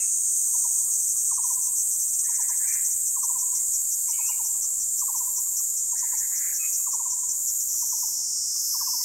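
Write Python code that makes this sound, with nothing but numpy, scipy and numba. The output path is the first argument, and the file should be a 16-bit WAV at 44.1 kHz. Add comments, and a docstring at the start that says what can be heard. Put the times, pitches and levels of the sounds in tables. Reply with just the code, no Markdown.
"""A forested hilltop over a valley: quiet air, a far insect chorus, a cicada that drones and one that sizzles.
Close by, a cicada buzzes, stops within a second, stutters, then resumes a long falling buzz near the end.
Its clicks ring its abdomen. From half a second on, an owl-like bird pipes short falling hoots, slow phrases
alternating with quick runs; far birds answer. Another bird whistles, and twice chatters into a rasp.
The insects are clicks and noise through resonances, the birds gliding sines; echoes are decaying noise."""
import sys
import numpy as np
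from scipy import signal
from scipy.fft import rfft, irfft
from scipy.io import wavfile
from scipy.ndimage import uniform_filter1d
from numba import njit

SR = 44100
rng = np.random.default_rng(int(sys.argv[2]) if len(sys.argv) > 2 else 0)


def generate_wav(sig):
    """Save sig (samples, or channels by samples) to the path in sys.argv[1] as 16-bit PCM at SR."""
    pcm = np.round(np.clip(np.atleast_2d(sig).T, -1, 1) * 32767).astype(np.int16)
    wavfile.write(sys.argv[1], SR, pcm)


N = 398663
T = np.arange(N) / SR  # s
BUZZ_RESUMES_S = 7.686  # the near cicada's closing buzz


def undb(db):
    """Decibels to gain."""
    return 10 ** (np.asarray(db) / 20)


def unit(x):
    """Scale to rms 1."""
    return x / np.sqrt(np.mean(x ** 2))


def curves(rows):
    """Each column of a table, joined by straight lines in time."""
    s, *columns = np.transpose(rows)
    return [np.interp(T, s, c) for c in columns]


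def walk(rate, size=N):
    """Smooth chance with a spread near 1, drawn anew `rate` times per second."""
    k = max(int(SR / rate), 1)
    steps = np.repeat(rng.standard_normal(size // k + 1), k)
    return 1.3 * uniform_filter1d(steps, k)[:size]


def noise(colour):
    """Noise with a spectrum of (Hz, dB) points, falling steeply below the first."""
    hz, db = np.transpose(colour)
    f = np.arange(N // 2 + 1) * SR / N + 1
    gain = undb(np.interp(np.log(f), np.log(hz), db)) * np.minimum(f / hz[0], 1) ** 4
    return unit(irfft(rfft(rng.standard_normal(N)) * gain, N))


@njit
def svf(x, hz, width):
    """State-variable band-pass with a moving centre."""
    y, b, l = np.empty(len(x)), 0., 0.
    for i in range(len(x)):
        g, k = np.tan(np.pi * hz[i] / SR), width / hz[i]
        v = (b + g * (x[i] - l)) / (1 + g * (g + k))
        b, l, y[i] = 2 * v - b, l + 2 * g * v, k * v
    return y


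def ring(x, hz, width):
    """A resonance (centre and width in Hz) applied twice, for steep skirts."""
    centre = np.minimum(hz + np.zeros(N), .45 * SR)
    once = svf(x, centre, float(width))
    return svf(once, centre, float(width))


def forest(x, wet_db, t60, patchy_db):
    """Direct sound plus scatter from trunks and leaves, dying by 60 dB in t60 s, in clumps where patchy."""
    t = T[:SR * 2]
    decay = np.exp(-np.log(1000) * t / t60)
    tail = rng.standard_normal(len(t)) * decay * undb(patchy_db * walk(70, size=len(t)))
    scatter = signal.fftconvolve(x, tail / np.linalg.norm(tail))[:N]
    return x + undb(wet_db) * scatter


def add(out, start, x):
    """Mix a short sound in at a time in seconds."""
    i = int(start * SR)
    lo, hi = max(i, 0), min(i + len(x), N)
    if hi > lo:
        out[lo:hi] += x[lo - i:hi - i]


def valley_air():
    """Distant air and valley rumble, steady noise whose level wanders slightly."""
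    # Each row: frequency in Hz, relative level in dB.
    air_colour = [(22, -28), (45, -3), (63, 2), (110, -4.5), (250, -11), (600, -17.5), (3500, -20.5)]
    return noise(air_colour) * undb(-58.5 + .5 * walk(7.5))


def chorus():
    """Many far insects blur into a band; a few hold their own pitch; all sink towards the end."""
    # The blur. Each row: frequency in Hz, relative level in dB.
    blur_colour = [(3300, -55.5), (4200, -32), (5200, -30.5), (6000, -9.5), (6800, -1), (7500, 0.5),
                   (8500, -0.5), (9300, -8), (10400, -14), (15500, -29)]
    # Pitches that stand out. Each row: pitch in Hz, width in Hz, relative level in dB.
    voices = [(4630, 310, -20.5), (5190, 250, -16.5), (6626, 69, 5), (6786, 31, 3), (7136, 180, 7.5),
              (7360, 113, 5), (8330, 54, 4.5)]
    lines = 0
    for hz, width, db in voices:
        voice = unit(ring(rng.standard_normal(N), hz, width))
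        lines = lines + undb(db + 2 * walk(1.156)) * voice
    fade_db = np.interp(T, [0, 7, 9], [0, -1, -4])
    band = undb(-30.5) * noise(blur_colour) + undb(-32.0) * unit(lines)
    return band * undb(fade_db + .5 * walk(13))


def hoot(hz, fall):
    """A brief, nearly pure falling note, peaking mid-way through 0.1 s, where it slides fastest (Hz per s)."""
    t = T[:SR // 10] - 1 / 20
    swell = np.exp(-(t / np.where(t < 0, .008, .014)) ** 2)
    slide = fall * .019 * np.tanh(t / .019)
    return swell * np.sqrt(2) * np.sin(2 * np.pi * np.cumsum(hz - slide) / SR)


def far_birds():
    """Other hooting birds answer from across the valley, half lost in their echoes."""
    # Peaks of the clearest hoots, in seconds.
    clear_hoots = [0.472, 0.786, 0.883, 1.161, 2.232, 4.553, 4.645, 5.469, 5.604, 6.321, 6.799, 7.748,
                   8.556]
    far_hz, far_db = 1170, -58.5
    faint_per_s, faint_hz, faint_db = 7, 1100, -65  # averages of the faint hoots scattered between
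    far = np.zeros(N)
    for s in clear_hoots:
        add(far, s - 1 / 20, undb(far_db) * hoot(far_hz, fall=10000))
    for k, (late, pitch, loud) in enumerate(rng.standard_normal((100, 3))):
        start = (k + late / 2) / faint_per_s - 1 / 10
        faint = undb(faint_db + 2 * loud) * hoot(faint_hz * (1 + .05 * pitch), fall=10000)
        add(far, start, faint)
    return forest(far, wet_db=-3, t60=1.1, patchy_db=5)


def sizzling_cicada():
    """A very high hiss that slowly grows, easing off about every 1.2 s, most deeply towards the end."""
    # Each row: frequency in Hz, relative level in dB.
    hiss_colour = [(9500, -27), (10400, -11), (11000, 8.5), (11550, 5.5), (12800, 7.5), (14000, 2.5),
                   (15700, -2)]
    # Each row: middle of the pause in seconds, length in seconds, depth in dB.
    pauses = [(0, 0.64, 4.5), (1.372, .16, 5), (2.3, 0.33, 2), (3.502, 0.65, 2), (4.74, 0.42, 4),
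              (5.906, 0.39, 6), (7.13, .48, 8.5), (8.366, 0.43, 10)]
    start_db, growth_db_per_s = -37, 0.4339
    eased_db = sum(depth * np.exp(-(2 * (T - s) / length) ** 4) for s, length, depth in pauses)
    tone = unit(ring(rng.standard_normal(N), 11555, width=110))
    hiss = noise(hiss_colour) + undb(-14) * tone
    return hiss * undb(start_db + growth_db_per_s * T - eased_db + .5 * walk(20))


def tymbal(rate, rasp, jitter, uneven, count=6):
    """Ribs buckle in turn, over and over; each has its own timing and strength and trails a crackle."""
    turns = np.cumsum(rate) / SR
    rib = turns.astype(int) % count
    early, strong = (unit(r - r.mean())[rib] for r in rng.standard_normal((2, count)))
    phase = (turns + jitter * walk(700) + uneven * early) % 1
    lag = (phase - .5) * SR / rate  # samples from the click
    clicks = np.sinc(lag) * np.exp(-(lag / 6) ** 2) * undb(walk(500) + strong)
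    crackle = rng.standard_normal(N) * np.exp(-((phase - .5) % 1) / .3)
    sound = unit(clicks) + rasp * unit(crackle)
    # so small a body radiates little below its resonance
    return signal.sosfilt(signal.butter(8, 4850, "high", fs=SR, output="sos"), sound)


def droning_cicada():
    """An unbroken buzz that slows, quickens and slows again while its resonance falls."""
    # Each row: time in seconds, clicks per second, abdomen resonance in Hz, level in dB.
    drone = [(0, 510, 8200, -27.5), (2, 410, 8000, -27), (4, 520, 7740, -29.5), (6, 550, 7290, -31),
             (7.5, 522, 7120, -31), (9.04, 475, 6187, -32)]
    rate, hz, db = curves(drone)
    clicks = tymbal(rate, rasp=.45, jitter=.02, uneven=.025)
    body = ring(clicks, hz, width=1520)
    scattered = forest(body, wet_db=-6, t60=.2, patchy_db=0)
    return unit(scattered) * undb(db + .5 * walk(18))


def chirp(length, first_hz, last_hz, db, rasp, undertone=0):
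    """A slurred note whose pitch is shaken by a rough syrinx; the undertone lies an octave below."""
    n = int(length * SR)
    shake = 1 + .115 * np.clip(rasp, 0, 1) * walk(1000, size=n)
    hz = np.linspace(first_hz, last_hz, n) * shake
    phase = 2 * np.pi * np.cumsum(hz) / SR
    tone = unit(np.sin(phase) + undertone * np.sin(phase / 2))
    return tone * signal.windows.tukey(n, .6) * undb(db - 1.8)


def chattering_bird():
    """Five harsh upslurs slow and swell into a long rasp; clear whistles crown it or sound alone."""
    # Starts of the chatters, in seconds.
    chatter_starts = [2.23, 5.942]
    # Single whistles, squeaks and rasps. Each row: start in seconds, length in seconds, first pitch in Hz,
    # last pitch in Hz, relative level in dB, rasp from 0 to 1.
    whistles = [(-.02, .065, 2606, 2670, -48.5, 0.26), (-.02, 0.077, 2120, 2055, -56.5, .7),
                (2.637, 0.024, 1725, 1500, -50, 0.06), (2.65, 0.118, 2300, 2414, -46, 0.23),
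                (3.52, .13, 2104, 2030, -65, 0.62), (3.72, 0.073, 2460, 2420, -66, 0.18),
                (4.077, 0.019, 2100, 2500, -56, .6), (4.106, 0.16, 2260, 2274, -55, 0.21),
                (4.119, 0.053, 2835, 2920, -51.5, 0.82), (4.171, 0.126, 2490, 2667, -50, 0.12),
                (4.281, 0.029, 2740, 2900, -42.5, 0.02), (4.308, 0.0256, 2620, 2180, -46, 0.34),
                (6.516, 0.022, 1750, 1570, -46.5, 0.3), (6.583, 0.084, 2535, 2520, -44, .1),
                (6.626, 0.047, 1950, 2600, -47.5, 1), (8.768, 0.09, 1606, 1610, -61, 0.2),
                (8.868, 0.038, 2740, 2780, -60.5, 0.2), (8.983, .081, 1960, 2030, -61, 0.1)]
    first_gap_s, slowing, note_s = .072, 1.15, 0.0784  # each gap is longer by the slowing factor
    from_hz, to_hz, first_db, step_db = 1730, 2060, -52, 1
    rasp_after_s, rasp_s, rasp_hz, rasp_db = .42, .18, 1990, -46.5
    harsh, clear = np.zeros(N), np.zeros(N)
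    for start in chatter_starts:
        s = start
        for k in range(5):
            add(harsh, s, chirp(note_s, from_hz, to_hz, first_db + k * step_db, rasp=.68))
            s += first_gap_s * slowing ** k
        add(harsh, start + rasp_after_s, chirp(rasp_s, rasp_hz, rasp_hz, rasp_db, rasp=1.0))
    for s, *note in whistles:
        add(clear, s, chirp(*note, undertone=undb(-17.5)))
    # the bird's own tree scatters it quickly, the wider forest faintly and for longer
    own_tree = forest(harsh + clear, wet_db=-3, t60=.33, patchy_db=1)
    return forest(own_tree, wet_db=-12, t60=1.2, patchy_db=1)


def hooting_bird():
    """Slow phrases of evenly spaced hoots, each with a soft first note, alternate with quick runs."""
    # Slow phrases. Each row: first peak in seconds, number of notes, relative level in dB.
    phrases = [(0.549, 2, -40), (2.295, 3, -40), (4.092, 4, -39.5), (5.931, 3, -40), (7.829, 3, -40)]
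    # The quick run. Each row: peak in seconds into the run, relative level in dB, pitch in Hz,
    # fall in Hz per second.
    run = [(0, -38, 1060, 16100), (.066, -35.5, 1050, 14850), (.129, -37, 1030, 12040),
           (.19, -38.5, 1010, 8460), (.257, -43, 1000, 6040), (.361, -45.5, 995, 5000)]
    # Starts of the runs, in seconds.
    run_starts = [1.319, 3.171, 5.024, 6.874, 8.75]
    gap_s, slow_hz, slow_fall, first_note_db = .1025, 993, 11500, -3  # fall in Hz per s
    notes = []
    for start, count, db in phrases:
        for k in range(round(count)):
            notes.append((start + k * gap_s, db + first_note_db * (k == 0), slow_hz, slow_fall))
    for start in run_starts:
        notes += [(start + s, db, hz, fall) for s, db, hz, fall in run]
    near = np.zeros(N)
    # pitch and slide vary a little from note to note
    for (s, db, hz, fall), (pitch, slide) in zip(notes, rng.standard_normal((len(notes), 2))):
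        note = undb(db - 3.3) * hoot(hz * (1 + .01 * pitch), fall * (1 + .1 * slide))
        add(near, s - 1 / 20, note)
        # the slope below throws each note back a moment later
        add(near, s - 1 / 20 + .011, undb(-10) * note)
    return forest(near, wet_db=-10.0, t60=2.0, patchy_db=2)


def syllable_gate():
    """Open while the near cicada sings: the opening buzz, each syllable of each bout, the closing buzz."""
    # Bouts, from long syllables through a flutter and pairs to steady ticks. Each row: start in seconds,
    # number of syllables, period in seconds, syllable length in seconds.
    bouts = [(0.907, 3, 0.083, 0.063), (1.157, 2, .09, .075), (1.33, 1, 0, .052), (1.42, 2, .068, 0.063),
             (1.617, 2, .139, 0.07), (1.905, 2, .086, 0.058), (2.078, 7, .054, 0.028),
             (2.483, 2, .077, .028), (2.674, 2, .049, .031), (2.845, 2, .058, 0.033),
             (3.06, 4, .163, 0.036), (3.732, 8, .1775, 0.038), (5.157, 5, .204, .036),
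             (6.169, 8, .1862, 0.04), (7.602, 1, 0, 0.03)]
    buzz_stops_s = .848
    spans = [(0, buzz_stops_s), (BUZZ_RESUMES_S, T[-1])]
    for start, count, period, length in bouts:
        spans += [(start + k * period, length) for k in range(round(count))]
    gate = np.zeros(N)
    for s, length in spans:
        corners = [s - .006, s + .006, s + length - .008, s + length + .01]
        gate += np.interp(T, corners, [0, 1, 1, 0])
    return gate


def stuttering_cicada():
    """Clicks ring the abdomen, whose pitch sinks as it stretches; the closing buzz is more regular."""
    # Each row: time in seconds, mean clicks per second, abdomen resonance in Hz, relative level in dB.
    song = [(0, 480, 6630, -29.5), (1.2, 475, 6350, -30.5), (2.8, 480, 6320, -30), (3.6, 464, 6140, -31),
            (7.0, 556, 6060, -32), (7.9, 586, 6010, -33), (8.3, 616, 5580, -33), (8.7, 650, 5450, -32),
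            (9.04, 662, 5310, -31)]
    pull_slowing = .11  # share of the click rate lost over each muscle pull of the closing buzz
    rate, hz, db = curves(song)
    closing = T > BUZZ_RESUMES_S
    pull = np.cumsum(rate) / SR / 10 % 1  # a pull lasts about ten clicks
    rate = rate * (1 + closing * pull_slowing * (.5 - pull))
    jitter = np.where(closing, .008, .024)
    uneven = np.where(closing, .004, .035)
    clicks = tymbal(rate, rasp=.2, jitter=jitter, uneven=uneven)
    # the membrane rings first, then the air sac behind it, so the skirts are steep
    membrane = ring(clicks, hz, width=1780)
    body = ring(membrane, hz, width=1860)
    sung = unit(body) * syllable_gate() * undb(db + .8 * walk(25))
    return forest(sung, wet_db=-14, t60=.15, patchy_db=0)


def scene():
    """All the voices over the quiet air of the valley, at one microphone."""
    background = valley_air() + chorus() + far_birds()
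    cicadas = sizzling_cicada() + droning_cicada() + stuttering_cicada()
    birds = chattering_bird() + hooting_bird()
    return (background + cicadas + birds)[None]


def record(dry):
    """The recorder cuts the top, steeply above 15.7 kHz."""
    return signal.sosfilt(signal.ellip(10, .2, 80, 15700, fs=SR, output="sos"), dry)


dry = scene()
out = record(dry)
generate_wav(out)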